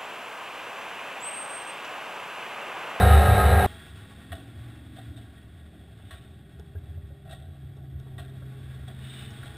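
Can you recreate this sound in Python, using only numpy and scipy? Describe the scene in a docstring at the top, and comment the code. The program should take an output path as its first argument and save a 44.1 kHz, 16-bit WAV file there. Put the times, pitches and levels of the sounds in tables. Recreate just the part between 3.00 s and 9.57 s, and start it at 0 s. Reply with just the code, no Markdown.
"""A twin engine drones close by in the wind: a camera in a closed housing rides an open buggy.
Then a hard cut to the parked buggy among dunes: one far engine revs twice, another nears as a low tone, wind
thuds on the housing and feet crunch nearby. Engines are sines at multiples of their speed; wind and sand are
coloured noise, and the housing adds its resonances.
The camera holds each sample for 1/12000 s, which mirrors the sound around 12 kHz."""
import sys
import numpy as np
from scipy import signal
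from scipy.fft import rfft, irfft, next_fast_len
from scipy.io import wavfile
from scipy.ndimage import uniform_filter1d

SR = 44100
rng = np.random.default_rng(int(sys.argv[2]) if len(sys.argv) > 2 else 0)


def generate_wav(sig):
    """Save sig (samples, or channels by samples) to the path in sys.argv[1] as 16-bit PCM at SR."""
    pcm = np.round(np.clip(np.atleast_2d(sig).T, -1, 1) * 32767).astype(np.int16)
    wavfile.write(sys.argv[1], SR, pcm)


N = 289737
CUT_S = .6638  # the drive ends and the parked scene begins


def amp(db):
    """Turns decibels into a gain."""
    return 10 ** (np.asarray(db) / 20)


def evened(x):
    """Scales a sound to an average (rms) level of 1."""
    return x / np.sqrt(np.mean(x ** 2) + 1e-20)


def curves(rows):
    """Joins the rows of a table by straight lines: one curve for each column after the time."""
    s, *columns = np.transpose(rows)
    return [np.interp(np.arange(N) / SR, s, column) for column in columns]


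def swells(rows):
    """Bell-shaped rises and falls in level."""
    t = np.arange(N) / SR
    return sum(amp(db) * np.exp(-((t - s) / np.where(t < s, rise, fall)) ** 2)
               for s, db, rise, fall in rows)


def shaped(x, points):
    """Colours a sound by a spectrum; padding keeps the start from wrapping round to the end."""
    f, db = np.transpose(points)
    size = next_fast_len(len(x) + SR)
    hz = np.fft.rfftfreq(size, 1 / SR)
    gain = amp(np.interp(np.log(hz + 1), np.log(f + 1), db))
    return irfft(rfft(x, size) * gain, size)[:len(x)]


def resonate(x, hz, width):
    """A resonance of gain 1: shifts its frequency down to zero, smooths, and shifts back."""
    turn = np.exp(2j * np.pi * np.cumsum(hz * np.ones(len(x))) / SR)
    r = np.exp(-np.pi * width / SR)
    return 2 * (turn * signal.lfilter([1 - r], [1, -r], x / turn)).real


def modes(x, table):
    """A body that rings at its own frequencies (modes), added with alternating sign."""
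    return sum((-1) ** k * amp(db) * resonate(x, hz, width) for k, (hz, width, db) in enumerate(table))


def drift(per_s, length=N):
    """Slow random wandering of rms 1, smoothed over about 1/per_s seconds."""
    steps = rng.standard_normal(length // 64 + 2)
    span = int(SR / 64 / per_s / 2) + 1
    smooth = uniform_filter1d(uniform_filter1d(steps, span), span)
    return np.interp(np.arange(length) / 64, np.arange(len(steps)), evened(smooth))


def stack(hz, multiples, levels, waver_db, per_s):
    """Sines at multiples of a speed, each wavering in level and phase as firings differ."""
    turns = 2 * np.pi * np.cumsum(hz) / SR
    total = 0
    for k, level in zip(multiples, levels):
        wavering = level * amp(waver_db * drift(per_s, len(hz)))
        phase = 2 * np.pi * rng.random() + 0.16 * drift(per_s, len(hz))
        total = total + wavering * np.sin(k * turns + phase)
    return total


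# The ridden engine. Each row: time in seconds, crank turns in Hz, exhaust level in dB, rattle level in dB.
DRIVE = [(0.0, 48.2, -20, -23), (0.044, 48.6, -21.5, -24), (0.66, 49.06, -21.5, -26)]
# Balance of the exhaust tones in dB, one for each multiple 2-34 of the crank speed.
EXHAUST_ORDERS = [4, -20, -3, -22, -19, -34, -4, -7, -7, -20, -8, -16, -6, 0, -2, -6, -22, -15, -20, -30,
                  -12, -20, -30, -30, -19, -24, -11, -20, -30, -24, -30, -7, -12]
# Colour of the shaking frame and panels. Each row: frequency in Hz, relative noise level in dB per Hz.
RATTLE_COLOUR = [(88, -10), (150, 2), (204, -7), (333, -15), (383, -3.5), (626, -1.5), (741, 3),
                 (993, -14.5), (1270, -5.5), (1750, -13), (2300, -14), (3240, -21.5), (3780, -23),
                 (4500, -40), (5900, -44), (7670, -71)]
# Ringing panels. Each row: frequency in Hz, width in Hz, relative level in dB.
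PANELS = [(542, 18, -1), (730, 75, -6), (1261, 14, 8), (1387, 22, -5), (1615, 9.3, 4.5), (1850, 68, -3.5),
          (1940, 10, -6), (2160, 8.4, -8), (2590, 25, -21), (2620, 12, -9), (2940, 14, -8.5),
          (3764, 133, -9.5), (4040, 20, -10)]
HALF_ORDER_DB = -26  # the engine rocks the frame at 1.5 times crank speed


def own_engine():
    """Exhaust tones at multiples of the crank speed, and frame and panels rattled at each firing."""
    hz, exhaust_db, rattle_db = (curve[:round(CUT_S * SR)] for curve in curves(DRIVE))
    multiples = 2 + np.arange(len(EXHAUST_ORDERS))
    exhaust = evened(stack(hz, multiples, amp(EXHAUST_ORDERS), waver_db=1.5, per_s=7))
    rocking = stack(hz, [3 / 2], [amp(HALF_ORDER_DB)], waver_db=3, per_s=9)
    firing = (2 * np.cumsum(hz) / SR) % 1  # two firings a turn; 0-1 from one to the next
    shake = (1.1 + np.exp(-firing / 0.52)) * rng.standard_normal((len(PANELS) + 1, len(hz)))
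    panels = sum(modes(own, [panel]) for own, panel in zip(shake[1:], PANELS))
    rattle = amp(-2.0) * evened(shaped(shake[0], RATTLE_COLOUR)) + amp(-3.0) * evened(panels)
    engine = amp(exhaust_db) * exhaust + amp(rattle_db) * rattle + rocking
    return np.pad(engine, (0, N - len(hz)))


# The loudest low thuds that jolts and gusts knock into the housing.
# Each row: time in seconds, strength in dB before the housing colours it, length in seconds (0.01 at least).
THUDS = [(0.04, -0.5, 0.0083), (0.068, -4.5, .018), (0.114, -0.5, 0.012), (0.147, -0.5, 0.013),
         (0.185, -1.5, 0.013), (0.293, 0.5, 0.012), (0.328, 0, 0.011), (0.387, -7, 0.012),
         (0.463, -2.5, 0.013), (0.537, -3.5, 0.017), (0.583, -7, 0.039), (1.333, -28, 0.055),
         (1.58, -29.5, 0.02), (2.109, -27.5, 0.025), (3.142, -32, .03), (3.603, -32.5, 0.023),
         (3.775, -25.5, 0.059), (3.908, -27, 0.021), (3.982, -27.5, 0.06), (4.049, -24, 0.011),
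         (4.126, -30.5, 0.016), (4.498, -29.5, 0.081), (4.652, -30.5, 0.032), (4.962, -25, 0.023)]
# The housing's lowest resonances. Each row: frequency in Hz, level in dB per Hz.
BOOM = [(20, -21.5), (42, -28), (54, -24.5), (66, -3), (74, 0), (86, -9), (99, -3), (112, -9), (124, -8.5),
        (160, -28.5), (300, -71), (20000, -99)]
# Steady wind: at the start and the end of the drive.
HEADWIND_DB, SLOWING_DB = -26, -29
# Wind when parked: its level counted from time 0, and how fast it freshens.
BREEZE_DB, FRESHENS_DB_PER_S = -51, 0.8


def buffet():
    """Wind and single short pushes both ring the housing's lowest resonances."""
    t, pushes = np.arange(N) / SR, np.zeros(N)
    driving_db = HEADWIND_DB + (SLOWING_DB - HEADWIND_DB) * t / CUT_S
    parked_db = BREEZE_DB + FRESHENS_DB_PER_S * t
    level_db = np.where(t < CUT_S, driving_db, parked_db)
    wind = amp(level_db + 1.5 * drift(4.3)) * evened(shaped(rng.standard_normal(N), BOOM))
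    for (s, db, length), start in zip(THUDS, rng.random(len(THUDS))):
        bell = np.exp(-2.8 * ((t - s) / max(length, .01)) ** 2)
        pushes += amp(db) * bell * np.sin(2 * np.pi * (86. * t + start))
    return wind + shaped(pushes, BOOM)


# The far engine that revs twice. Each row: time in seconds, engine cycles in Hz.
REV_SPEED = [(.67, 19), (1.05, 20.5), (1.35, 22.8), (1.65, 23.3), (2.1, 23.4), (2.4, 21.1), (2.7, 20.65),
             (3.3, 20.5), (3.65, 20.9), (4.45, 21), (4.75, 19.75), (5.05, 20.6), (5.25, 22), (5.7, 23.2),
             (6.2, 24.1), (6.57, 24.25)]
# Its throttle. Each row: time in seconds, load from 0 to 1.
REV_LOAD = [(1.05, 0.63), (1.4, 0.89), (2.15, 0.99), (2.4, 0.4), (3.8, 0.17), (4.8, 0.1), (5.4, 0.65),
            (5.9, 0.46)]
# Balance of its tones in dB, one for each multiple 4-19 of the cycle speed: under load, then coasting.
PULLING = [-18, 4, -14, -15, -13, -13, -11, -10, -8, -8, -15, -21, -30, -34, -36, -36]
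COASTING = [-6, -10, -8, -14, -2, -18, -9, -22, -22, -18, -24, -12, -26, -26, -28, -15]
REV_IDLE_DB, REV_FULL_DB = -54.5, -47  # added to those balances without load and at full load
# Single tones that sing out for a while.
# Each row: multiple of the cycle speed, time of the crest in seconds, level in dB, rise and fall in seconds.
WHINES = [(19, 0.945, -62, 0.42, 0.25), (19, 4.23, -64, 1.3, 0.32), (9, 6.15, -50.5, 0.18, 0.25),
          (8, 4.17, -55.5, 0.26, 0.29), (18, 5.41, -56, 0.51, 0.29), (18, 6.32, -62, 0.29, 0.74),
          (34, 6.4, -60.5, 0.17, 0.4)]
# The second far engine, one firing tone that nears and sags. Each row: time in seconds, Hz, level in dB.
HUMMER = [(2.8, 146, -72), (3.5, 143.5, -53), (4.09, 141, -48), (4.91, 133.6, -39.5), (5.3, 131.8, -39.5),
          (5.94, 130.6, -38.5), (6.57, 130.6, -42.5)]


def far_engines():
    """Load blends the first engine from its coasting to its pulling tones; the second is one low tone."""
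    (hz,), (load,) = curves(REV_SPEED), curves(REV_LOAD)
    levels = []
    for idle_db, pull_db in zip(COASTING, PULLING):
        levels.append(amp((1 - load) * (REV_IDLE_DB + idle_db) + load * (REV_FULL_DB + pull_db)))
    revver = stack(hz, range(4, 20), levels, waver_db=3, per_s=6)
    whine_levels = [swells([row]) for _, *row in WHINES]
    whine = stack(hz, [round(k) for k, *_ in WHINES], whine_levels, waver_db=3.5, per_s=10)
    tone_hz, tone_db = curves(HUMMER)
    hummer = stack(tone_hz, [1], [amp(tone_db)], waver_db=.8, per_s=4)
    return revver + whine + hummer


# Sand underfoot. Each row: time in seconds, strength in dB, low and high modes in dB against the middle
# before each band's own gain, and time in seconds to die away by 60 dB.
CRUNCHES = [(1.318, -34, -1, -14, 0.22), (1.962, -44, 5.5, -10, 0.19), (2.161, -47, 6, -5.5, 0.16),
            (3.107, -33, -5.5, -14.5, 0.16), (4.25, -47.5, 7.5, -18.5, 0.2), (4.292, -44.5, 6, -6.5, 0.15),
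            (4.31, -49, -6, -3, 0.23), (4.322, -45.5, 11, -14, 0.063), (5.18, -33.5, -1, -14, 0.17),
            (5.875, -43, 6.5, -8, 0.1), (6.43, -37, -3, -11.5, 0.23)]
# The housing's modes, shared by all sand and tick sounds.
# Each row: frequency in Hz, width in Hz, relative level in dB.
HOUSING = [(660, 56, 3.5), (769, 48, 0.5), (826, 11.4, 7), (929, 12, 2), (1117.5, 25, 2.5), (1378, 20, 7.5),
           (1467, 35, 2.5), (1612, 14, 9), (1654, 21, 2.5), (1878, 32, 10), (2690, 23, -1), (2950, 19, 3),
           (3337, 117, 3), (3664, 76, 5), (3850, 17, 1), (4105, 48, -11), (4610, 97, -17.5),
           (4680, 39, -12), (5260, 50, -15.5), (5670, 55, -14)]
# Colour of hissing sand, here and in the open air. Each row: frequency in Hz, relative level in dB per Hz.
HISS = [(300, 0), (450, 1), (746, -30), (877, -22), (1000, -8), (1300, -5.5), (1750, -2.5), (2800, -8.5),
        (3070, -13), (3250, -7.5), (3900, -9), (4300, -13), (5900, -23.5), (7000, -69)]
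# Colour of sliding sand, here and in the scuffs. Each row: frequency in Hz, relative level in dB per Hz.
SLIDE = [(700, -22), (1500, -2), (2600, -3), (3800, 0), (4200, -15), (5500, -17), (5900, -32), (7000, -60)]


def crunches():
    """Grains of sand land at once, die away, trickle on, and ring the low, middle and high housing modes."""
    t, low, middle, high = np.arange(N) / SR, np.zeros(N), np.zeros(N), np.zeros(N)
    for s, db, low_db, high_db, t60 in CRUNCHES:
        age = np.maximum(t - s, 0)
        trickle = amp(-16.0 - 60 * age / 1.1)
        onset = 1 - np.exp(-age / 0.0015)
        shape = amp(db) * (amp(-60 * age / t60) + trickle) * onset
        low += shape * amp(low_db)
        middle += shape
        high += shape * amp(high_db)
    grains = rng.standard_normal(N) * amp(4 * drift(250))
    body = amp(-12.5) * evened(modes(grains, HOUSING[4:10])) + amp(-17.0) * evened(shaped(grains, HISS))
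    treble = modes(grains, HOUSING[10:15]) + amp(17.5) * modes(grains, HOUSING[15:])
    edge = evened(shaped(treble, SLIDE))
    return amp(7.0) * modes(low * grains, HOUSING[:2]) + middle * body + high * edge


# Small plastic ticks. Each row: time in seconds, strength in dB, hollow ring in Hz,
# hollow ring in dB against the strength, treble in dB before its own gain.
TICKS = [(2.996, -41, 410, -14, -15), (3.596, -31, 408, -9, -5.5), (3.752, -33, 412, -8, -24),
         (3.976, -45, 580, -2.5, -19), (4.106, -51, 560, 1, -24), (4.483, -47, 420, -2, -40),
         (4.769, -37, 404, -9, -7), (4.998, -41, 413, -7, 0.5), (5.065, -37, 408, -10, -19),
         (5.155, -43, 408, -12, -20), (5.42, -38, 550, -11, -24)]


def ticks():
    """A dull click, a short hollow ring of the part itself, and the housing's modes."""
    out, t = np.zeros(N), np.arange(4000) / SR
    pulse = np.exp(-t / 0.0012) * (1 - np.exp(-t / 0.00068))
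    click = pulse * rng.standard_normal((len(TICKS), len(t)))
    typical = np.linalg.norm(click) / np.sqrt(len(TICKS))
    click *= typical / np.linalg.norm(click, axis=1, keepdims=True)  # alike in energy
    for (s, db, ring_hz, ring_db, bright_db), crack in zip(TICKS, click):
        ring = np.sin(2 * np.pi * ring_hz * t) * amp(-60 * t / .06)
        body = amp(10.5) * modes(crack, HOUSING[:9])
        edge = amp(10.0) * modes(crack, HOUSING[10:]) + 0.59 * crack
        part = out[round(s * SR):][:len(t)]
        part += amp(db) * (amp(ring_db) * ring + body + amp(bright_db) * edge)
    return out


# Feet dragged through sand. Each row: time of the crest in seconds, level in dB, rise and fall in seconds.
SCUFFS = [(3.16, -61, 0.18, 0.11), (6.1, -55.5, 0.1, 0.11), (6.22, -55, 0.12, 0.2)]


def scuffs():
    """Sliding sand: a bright rush of noise that swells and fades."""
    sand = rng.standard_normal(N) * amp(1.8 * drift(150))
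    rush = evened(shaped(sand, SLIDE)) + amp(-1.5) * evened(modes(sand, HOUSING[11:16]))
    return swells(SCUFFS) * rush


# One brief high sizzle, a single row: level in dB, Hz, width in Hz, seconds to die away by 60 dB.
SIZZLE = (-57, 5400, 350, 0.06)
SIZZLE_S = 6.305  # its start


def sizzle():
    """A narrow burst of treble noise, passed twice through one resonance."""
    db, hz, width, t60 = SIZZLE
    age = np.arange(N) / SR - SIZZLE_S
    band = evened(resonate(resonate(rng.standard_normal(N), hz, width), hz, width))
    return band * (age > 0) * amp(db - 60 * np.maximum(age, 0) / t60)


def faint_tone():
    """A thin 511 Hz tone that sets in at 1 s and fades over about half a second, wavering slightly."""
    level = swells([(1, -66.5, 0, 0.5)])  # crest in s, dB, rise and fall in s
    return stack(np.full(N, 511), [1], [level], waver_db=1.5, per_s=5)


# Hiss of wind and sand in the open air. 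Each row: time in seconds, level in dB.
AIR = [(.67, -48), (.9, -52.5), (1.4, -55.5), (2.1, -58.5), (2.5, -60.5), (4.1, -63.5), (4.9, -64.5),
       (5.4, -59), (6.57, -52.5)]
# Colour of the low wash. Each row: frequency in Hz, relative level in dB per Hz.
WASH = [(59, -23), (100, -5.5), (303, -14), (412, -16.5), (468, -31), (600, -19.5), (780, -20.5),
        (1320, -120)]
WASH_DB, WASH_FROM_S, WASH_RISE_DB_PER_S = -55.5, 1.4, 20  # builds up until WASH_FROM_S, then holds


def air():
    """Low wash of wind and far traffic, and sand hiss heard through the housing: coloured noise."""
    hiss_db, = curves(AIR)
    wash_db = WASH_DB + WASH_RISE_DB_PER_S * np.minimum(np.arange(N) / SR - WASH_FROM_S, 0)
    gusts_db = 1.3 * drift(9)
    wash = evened(shaped(rng.standard_normal(N), WASH)) * amp(wash_db + gusts_db)
    grit = rng.standard_normal(N) * amp(1.04 * drift(20.1))
    hiss = amp(-2.5) * evened(shaped(grit, HISS)) + amp(-2.0) * evened(modes(grit, HOUSING))
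    return wash + amp(hiss_db) * hiss


def scene():
    """The drive is cut straight to the quiet dunes; one microphone feeds both channels."""
    parked = np.arange(N) >= CUT_S * SR
    dunes = far_engines() + faint_tone() + air() + scuffs() + crunches() + ticks() + sizzle()
    mono = own_engine() + buffet() + parked * dunes
    return np.array([mono, mono])


HOLD_HZ = 12000  # how often the camera takes a sample
EDGE_HZ = 15350  # nothing is kept far above this


def record(dry):
    """Samples taken at the hold rate repeat the spectrum; holding each one weighs it by a sinc curve."""
    kept = signal.oaconvolve(dry, signal.firwin(255, HOLD_HZ / 2, fs=SR)[None], "same")
    sampled = kept * (1 + 2 * np.cos(2 * np.pi * HOLD_HZ * np.arange(N) / SR))
    holding = np.sinc(np.fft.rfftfreq(2 * N, 1 / SR) / HOLD_HZ)
    held = irfft(rfft(sampled, 2 * N) * holding)[:, :N]
    edge = signal.firwin(1023, EDGE_HZ, window=("kaiser", 9), fs=SR)
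    return signal.oaconvolve(held, edge[None], "same")


dry = scene()
out = record(dry)
generate_wav(out)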